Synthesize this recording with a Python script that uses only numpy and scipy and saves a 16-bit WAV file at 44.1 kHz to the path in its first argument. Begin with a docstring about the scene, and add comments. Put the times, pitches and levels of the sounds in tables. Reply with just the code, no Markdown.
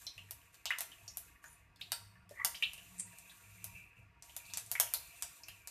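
"""A kitchen, heard from just above a steel pan where seeds splutter in a little hot oil.
Husks burst as dry snaps (clicks and torn noise); steam bubbles plip as short, sliding tones and squeal as
narrow whistles. Each rings the pan and echoes off a near wall, made by mixing in echoes and ringing tones.
Underneath lie a fine sizzle of random ticks and hiss whose level rises and sinks, a murmuring, singing simmer
of small ringing bubbles and whistles, and the room's low rumble and hum of filtered noise."""
import sys
import numpy as np
from scipy import signal
from scipy.fft import rfft, irfft, next_fast_len
from scipy.io import wavfile

SR = 44100
rng = np.random.default_rng(int(sys.argv[2]) if len(sys.argv) > 2 else 0)


def pcm_store(signal):
    """Save signal as 16-bit PCM."""
    levels = np.round(np.clip(np.atleast_2d(signal), -1, 1) * 32767)
    wavfile.write(sys.argv[1], SR, levels.astype(np.int16).T)


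N = 251722   # length in samples
TIME = np.arange(N) / SR   # seconds from the start of the scene
AGE = TIME[:SR * 3 // 4]   # seconds since one short event began

# Stretches in which the sizzle is loud; between them it sinks away.
# Each row: start in seconds, length in seconds, level in dB.
SIZZLE_SPELLS = [(-.02, 0.041, -58), (0.124, 0.34, -70.5), (.52, 0.06, -68), (0.675, 0.61, -67),
                 (1.419, .12, -69), (1.788, .15, -69.5), (2.288, .16, -69), (2.499, .47, -62.5),
                 (3.05, 0.73, -64.5), (3.95, .05, -78.5), (4.231, .2, -64), (4.44, 0.94, -61.5),
                 (5.451, 0.14, -66.5)]


def from_db(db):
    """Turn decibels into a gain."""
    return 10 ** (np.asarray(db) / 20)


def rms_one(x):
    """Scale to an average strength (rms) of 1."""
    return x / np.sqrt(np.mean(x ** 2) + 1e-20)


def energy_one(x):
    """Scale a short sound to the energy of a one-sample click of height 1."""
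    return x / np.sqrt(np.sum(x ** 2) + 1e-20)


def cut(x, hz, kind, order=2):
    """Butterworth filter: "low" keeps what lies below hz, "high" what lies above."""
    sections = signal.butter(order, min(hz, 0.45 * SR), kind, fs=SR, output="sos")
    return signal.sosfilt(sections, x + 1e-18)


def lift(x, hz, q, db):
    """A bell-shaped boost around one frequency, or a dip if db is negative."""
    w = 2 * np.pi * min(hz, 0.45 * SR) / SR
    a = from_db(db / 2)
    k = np.sin(w) / (2 * q)
    zeros = [1 + k * a, -2 * np.cos(w), 1 - k * a]
    poles = [1 + k / a, -2 * np.cos(w), 1 - k / a]
    return signal.lfilter(zeros, poles, x + 1e-18)


def linger(x, hz, q):
    """An all-pass filter: sound near one frequency comes out a little late, equally loud."""
    w = 2 * np.pi * hz / SR
    k = np.sin(w) / (2 * q)
    poles = [1 + k, -2 * np.cos(w), 1 - k]
    return signal.lfilter(poles[::-1], poles, x)


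def coloured(x, spectrum):
    """Filter a steady sound by a curve of gain over frequency, silent outside it; rms 1."""
    hz, db = np.transpose(spectrum)
    size = next_fast_len(N)
    bins = np.maximum(np.arange(size // 2 + 1) * SR / size, 1)
    gain = from_db(np.interp(np.log(bins), np.log(hz), db, left=-120, right=-120))
    return rms_one(irfft(rfft(x, size) * gain, size)[..., :N])


def wavering(pitch_hz, width_hz):
    """A noisy whistle: two slow noises steer the strength and phase of a tone; rms 1."""
    a, b = cut(rng.standard_normal((2, N)), width_hz / 2, "low")
    phase = 2 * np.pi * np.cumsum(pitch_hz * np.ones(N)) / SR
    return rms_one(a * np.cos(phase) + b * np.sin(phase))


def flutter(rate_hz, depth_db):
    """A gain that wanders at random, no faster than about rate_hz."""
    wander = cut(rng.standard_normal(N + SR), rate_hz, "low")[SR:]   # drop the filter's warm-up
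    return from_db(depth_db * rms_one(wander))


def add(out, s, sound):
    """Mix a sound in from time s."""
    at = max(round(s * SR), 0)
    out[:, at:at + sound.shape[-1]] += sound[:, :max(N - at, 0)]


def spread(mid, side, side_db=-8.0, low_hz=6400):
    """Two close microphones differ only in the treble of diffuse sound."""
    difference = from_db(side_db) * cut(side, low_hz, "high", order=8)
    return mid + difference * np.array([[1], [-1]])


def scatter(start_s, t60, db, dull_hz, lumpiness=0):
    """Echoes that set in after a delay and fall 60 dB in t60 s, a few standing out if lumpy: mid and side."""
    fade = (AGE >= start_s) * from_db(-60 * np.maximum(AGE - start_s, 0) / t60)
    paths = rng.standard_normal((2, len(AGE)))
    lumpy = paths * np.abs(paths) ** lumpiness
    noise = cut(lumpy * fade, dull_hz, "low", order=1)
    return from_db(db) * np.sqrt(2) * energy_one(noise)


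def in_pan(sound, ring_db=-49.0):
    """Every spot in the oil has its own paths: direct, pan sides, near wall, kitchen, and the ringing steel."""
    # The pan's ringing tones. Each row: pitch in Hz, relative level in dB, time to fall 60 dB in seconds.
    pan_tones = [(704, -5, 0.12), (941, 5.5, 0.32), (1373, -2.5, 0.46), (2110, -16.5, .2), (2400, -9, 0.4),
                 (2380, -31, .8), (2880, 1.5, 0.26), (3600, -1, 0.33), (3900, -11, 0.21),
                 (4300, -20.5, 0.071)]
    pan_sides = scatter(0.00031, t60=0.037, db=-4.0, dull_hz=9600, lumpiness=1.0)
    near_wall = scatter(0.0086, t60=0.016, db=-10.0, dull_hz=11500, lumpiness=1.0)
    early = (pan_sides + near_wall)[0]
    early[0] += 1   # the direct path
    late = scatter(0.004, t60=0.18, db=-3.0, dull_hz=10400)
    late += scatter(0.0089, t60=0.52, db=-10.5, dull_hz=7600)
    mid, side = late
    for hz, db, t60 in pan_tones:
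        ringing = np.sin(2 * np.pi * (hz * AGE + rng.random())) * from_db(-60 * AGE / t60)
        mid += from_db(ring_db + db + rng.normal(0, 0.93)) * ringing   # each spot rings it a little differently
    return signal.fftconvolve(spread(early + mid, side), sound[None], axes=1)


def spell_db(spells, attack_s=0.017, fade_db_per_s=125, rest_db=-92):
    """Level of a sound that comes and goes: each spell starts quickly, holds, then dies away steadily."""
    power = from_db(rest_db) ** 2   # between spells
    for s, length, db in spells:
        attack = np.clip((TIME - s) / attack_s, 0, 1)
        fade_db = fade_db_per_s * np.maximum(TIME - s - length, 0)
        power = power + (attack * from_db(db - fade_db)) ** 2
    return 10 * np.log10(power)


def room(rumble_mean_db=-71, rumble_follows=0.24):
    """Lumpy low rumble, shaped from noise, with a few unsteady drones."""
    # Colour of the rumble. 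Each row: frequency in Hz, relative level in dB.
    rumble_colour = [(20, -27.5), (38, 1.5), (55, 6), (72, 9.5), (90, -26.5), (125, -5), (150, -0.5),
                     (200, -13.5), (260, -14), (450, -25)]
    # The drones. Each row: pitch in Hz, width in Hz, relative level in dB.
    drones = [(100.8, 8.4, -1.5), (122, 8, -9.5), (177, 12, -12.5), (195.4, 8.3, -19.5)]
    # How the drones' shared level moves. Each row: time in seconds, relative level in dB.
    drone_level = [(0.0, -60), (0.14, -83), (0.17, -61.5), (0.6, -76.5), (1.11, -69.5), (1.48, -80),
                   (2.0, -65.5), (2.59, -75.5), (3.05, -64), (3.23, -77.5), (3.74, -56.5), (3.94, -79),
                   (3.99, -61.5), (4.26, -80.5), (4.56, -63.5), (5.37, -85.5), (5.53, -68.5), (5.71, -83)]
    level_db = np.interp(TIME, *np.transpose(drone_level))
    swell_db = 9.9 * np.exp(-((TIME - 2.91) / 0.73) ** 2)   # the higher drones swell once, around 2.91 s
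    hum = np.zeros(N)
    for hz, width_hz, db in drones:
        hum += from_db(db + swell_db * (hz > 150)) * wavering(hz, width_hz)
    rumble = rms_one(coloured(rng.standard_normal(N), rumble_colour) * flutter(12, depth_db=4.5))
    # the rumble follows a share of the drones' swing
    rumble_db = rumble_mean_db + rumble_follows * (level_db - level_db.mean())
    return from_db(rumble_db) * rumble + from_db(level_db + 1.0) * hum


def sizzle(ticks_per_s=1500, unevenness_db=3.5):
    """Countless tiny bubbles burst around the seeds: random ticks and hiss, coloured by the hollow of the pan."""
    # Overall colour. Each row: frequency in Hz, filter gain in dB.
    sizzle_colour = [(2500, -12.5), (3600, -2), (4900, -8.5), (6100, -2.5), (7600, -2), (10400, -4),
                     (12000, -3), (13600, 2), (15000, -10)]
    # Treble resonances of the spot that sizzles. Each row: frequency in Hz, sharpness Q, boost in dB.
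    treble_peaks = [(7260, 20, 5.5), (8200, 25, 5), (9340, 90, 13.5), (11400, 120, 13.5), (11650, 55, 7.5),
                    (12900, 90, -6)]
    sizes = from_db(unevenness_db * np.minimum(rng.exponential(1, N), 5))
    ticks = (rng.random(N) < ticks_per_s / SR) * sizes * rng.choice([-1, 1], N)
    source = rms_one(ticks) + 0.84 * rng.standard_normal(N)
    near = rms_one(in_pan(source)[:, :N])
    diffuse = spread(*rng.standard_normal((2, N)), side_db=-2.0)
    hiss = near + from_db(-4.5) * diffuse
    for hz, q, db in treble_peaks:
        hiss = lift(hiss, hz, q, db)
    return from_db(spell_db(SIZZLE_SPELLS)) * coloured(hiss, sizzle_colour)


def gurgle(per_s=550, cycles=26, unevenness_db=5.0, count=28):
    """A crowd of small bubbles of many sizes, each ringing 60 dB down in a set number of cycles; rms 1."""
    at = rng.integers(0, N, int(per_s * N / SR))
    sizes = from_db(unevenness_db * np.minimum(rng.exponential(1, len(at)), 4))
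    out = np.zeros(N)
    pitches = np.geomspace(280, 3000, count) * rng.uniform(0.905, 1.04, count)
    for k, hz in enumerate(pitches):
        births = np.full(N, 1e-18)
        births[at[k::count]] = sizes[k::count] * hz / SR   # every count-th bubble has this pitch
        r = from_db(-60 * hz / (cycles * SR))   # loss per sample
        w = 2 * np.pi * hz / SR
        out += signal.lfilter([np.sin(w), -np.sin(w)], [1, -2 * r * np.cos(w), r * r], births) / w
    return rms_one(out)


def simmer(mean_db=-68, follows=0.13, hiss_db=7.0):
    """Larger bubbles murmur lower down, and steam sings in two wavering bands."""
    # Colour of the murmur. Each row: frequency in Hz, filter gain in dB.
    murmur_colour = [(150, -33), (250, -4.5), (480, -5), (700, -2), (1200, -1), (1800, 0.5), (2600, 1),
                     (3500, -12), (5000, -13), (8000, -23.5), (15000, -37.5)]
    # Stretches in which the singing is loud. 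Each row: start in seconds, length in seconds, level in dB.
    singing_spells = [(0, 0.95, -76), (2.55, 0.62, -71.5), (3.1, 0.2, -66), (3.42, 0.32, -65),
                      (3.74, .09, -58), (3.95, 0.03, -63.5), (4.38, 0.18, -61.5), (4.85, 0.46, -64.5),
                      (5.45, 0.29, -66)]
    # the murmur follows a share of the sizzle's swing
    sizzle_db = spell_db(SIZZLE_SPELLS)
    murmur_db = mean_db + follows * (sizzle_db - sizzle_db.mean())
    oil = in_pan(gurgle() + from_db(hiss_db) * rng.standard_normal(N))[0, :N]
    murmur = coloured(lift(oil, 1163, q=33, db=8.5), murmur_colour)
    low_band = wavering(2380, 140)
    high_band = wavering(2620, 200) * flutter(7.4, depth_db=2.5)
    singing = rms_one(low_band + high_band)
    return from_db(murmur_db) * murmur + from_db(spell_db(singing_spells)) * singing


def crack():
    """A sudden release of steam: a click without bass, with a knock from the hollow of the pan; the treble leads."""
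    click = cut(signal.unit_impulse(SR // 20), 593, "high", order=4)
    click = lift(click, 670, q=4.04, db=8.5)
    return linger(linger(click, 4800, q=1.5), 2710, q=3.8)


def bubbles(rough=0.093, swell=0.045, tick_db=-20.5, knock_db=-19, opening_follows=0.5):
    """A bubble opens with a tick and a knock, then rings briefly, its pitch sliding, mostly up, as it fades."""
    # Steam bubbles. Each row: start in seconds, level of the ringing in dB, first pitch in Hz, slide in octaves.
    plips = [(0.0672, -17, 5440, -0.53), (0.179, -26, 2524, 0.25), (0.661, -18, 2780, 0.52),
             (0.7056, -9, 1643, 0.47), (0.7069, -13.5, 2600, 0.12), (0.917, -31, 2767, 0.26),
             (1.079, -21, 4730, 0.39), (1.4414, -28.5, 1500, 0.18), (1.7605, -43, 4220, 0.098),
             (1.812, -20.5, 2734, 0.73), (2.31, -31.5, 517, 0.19), (2.5454, -22, 2474, 0.43),
             (2.552, -28, 3900, 0.62), (2.6244, -5.5, 2523, .35), (2.634, -19.5, 3380, 0.32),
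             (2.7785, -29, 2540, 0.081), (3.296, -36, 3230, .38), (4.295, -34.5, 2630, 0.3),
             (4.453, -38.5, 3840, 0.54), (4.499, -34.5, 3870, 0.22), (4.7532, -14, 1823, 0.5),
             (4.866, -28.5, 2590, 0.27), (4.943, -18.5, 3593, 0.4), (5.4344, -29, 4620, 0.44),
             (5.483, -29, 2470, 0.34)]
    # How long a bubble rings; big, low ones burst almost at once.
    # Each row: first pitch in Hz, life in seconds (time to fall to about a third).
    ring_life = [(1600, 0.0029), (1950, 0.0018), (2500, .0068), (3600, 0.00684), (4600, 0.00413)]
    out, click = np.zeros((2, N)), crack()
    tick = from_db(tick_db) * cut(click, 2800, "high", order=1)
    knock = from_db(knock_db) * cut(click, 1080, "low")
    t = AGE[:len(click)]
    for s, db, first_hz, octaves in plips:
        last_hz = first_hz * 2 ** octaves
        life = np.interp(first_hz, *np.transpose(ring_life))
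        left = np.exp(-t / life)   # share of the ringing that is left
        wobble = rms_one(cut(rng.standard_normal(len(t)), 700, "low"))
        pitch = (last_hz + (first_hz - last_hz) * left ** 1.495) * (1 + rough * wobble)
        onset = 1 - np.exp(-t / (swell * life))
        plip = left * onset * np.sin(2 * np.pi * np.cumsum(pitch) / SR)
        plip = energy_one(cut(plip, 0.39 * first_hz, "high"))
        # in dB, the opening follows only a share of the bubble's level
        opening = from_db(opening_follows * db) * (tick + knock)
        add(out, s, in_pan(from_db(db) * plip + opening))
    return out


def snaps(tear_s=0.0017, tear_db=5.5, slope=0.9):
    """Husks split: a fast split is one bright crack, a slow one is duller and tears on for a moment."""
    # Bursting husks. Each row: start in seconds, level in dB before the boost,
    # centre of a broad boost in Hz, size of that boost in dB.
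    bursts = [(0.3093, -28, 12700, 17), (0.544, -33.5, 12260, -2.5), (0.6559, -16, 2770, 7),
              (0.7855, -20, 10300, 9), (0.807, -18, 12100, 13), (1.1718, -29.5, 12000, 23.5),
              (1.919, -7, 11700, 0.5), (2.2929, -40.5, 5270, 7.5), (2.4478, -8, 12700, 10.5),
              (2.7340, -33.5, 11300, 15), (3.186, -39, 10600, 16.5), (3.6431, -28, 11800, 18),
              (4.224, -39.5, 6900, 15.5), (4.3653, -26.5, 11850, 16), (4.5367, -28, 5800, 19),
              (4.573, -20.5, 9800, 14.5), (4.663, -48, 9250, 25.5), (4.7155, -19.5, 12600, 19),
              (4.7997, -5, 13350, 12.5), (4.9379, -15.5, 13100, 17.5), (5.2237, -19.5, 8600, 12.5),
              (5.4847, -26, 11900, 2.5), (5.6738, -27, 9900, 11)]
    out, click = np.zeros((2, N)), crack()
    t = AGE[:len(click)]
    for s, db, hz, lift_db in bursts:
        tear = energy_one(cut(rng.standard_normal(len(t)) * np.exp(-t / tear_s), 2200, "high"))
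        # the brighter the snap, the less it tears
        split = energy_one(signal.unit_impulse(len(t)) + from_db(tear_db - slope * lift_db) * tear)
        snap = lift(signal.fftconvolve(split, click), hz, q=0.63, db=lift_db)
        add(out, s, from_db(db) * in_pan(snap))
    return out


def squeals(sputter_db=9.0):
    """Thin jets of steam whistle unevenly, most of them gliding slightly upwards."""
    # Steam squeezing out of a husk. Each row: loudest moment in seconds, swell in seconds, fade in seconds,
    # pitch at the loudest moment in Hz, glide in octaves per second, width in Hz, relative level in dB.
    jets = [(1.46, 0.02, 0.023, 6700, .4, 600, -57), (1.474, 0.028, 0.038, 9800, .4, 1600, -60),
            (1.478, 0.034, 0.026, 12600, 0.84, 2500, -65), (2.411, 0.053, 0.02, 2044, 1.4, 190, -48.5),
            (2.41, 0.033, 0.04, 1176, .6, 150, -55.5), (2.986, 0.012, 0.015, 8530, .5, 2200, -55.5),
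            (4.97, .02, 0.16, 4225, 0, 29.8, -70.5)]
    out = np.zeros(N)
    for s, swell, fade, hz, glide, width_hz, db in jets:
        t = np.clip(TIME - s, -0.5, 0.5)   # the pitch glides no further than this
        flow = np.exp(-(t / np.where(t < 0, swell, fade)) ** 2)
        out += from_db(db) * flow * wavering(hz * 2 ** (glide * t), width_hz)
    sputter = rms_one(cut(rng.standard_normal(N), 90, "low"))
    out *= from_db(sputter_db * sputter)
    return from_db(-5.5) * in_pan(out)[:, :N]


def scene():
    """Pops and squeals over the frying and the room."""
    return room() + sizzle() + simmer() + bubbles() + snaps() + squeals()


def record(dry):
    """The top is cut steeply, above 14350 Hz."""
    return signal.sosfilt(signal.ellip(10, 0.3, 80, 14350, fs=SR, output="sos"), dry)


dry = scene()
out = record(dry)
pcm_store(out)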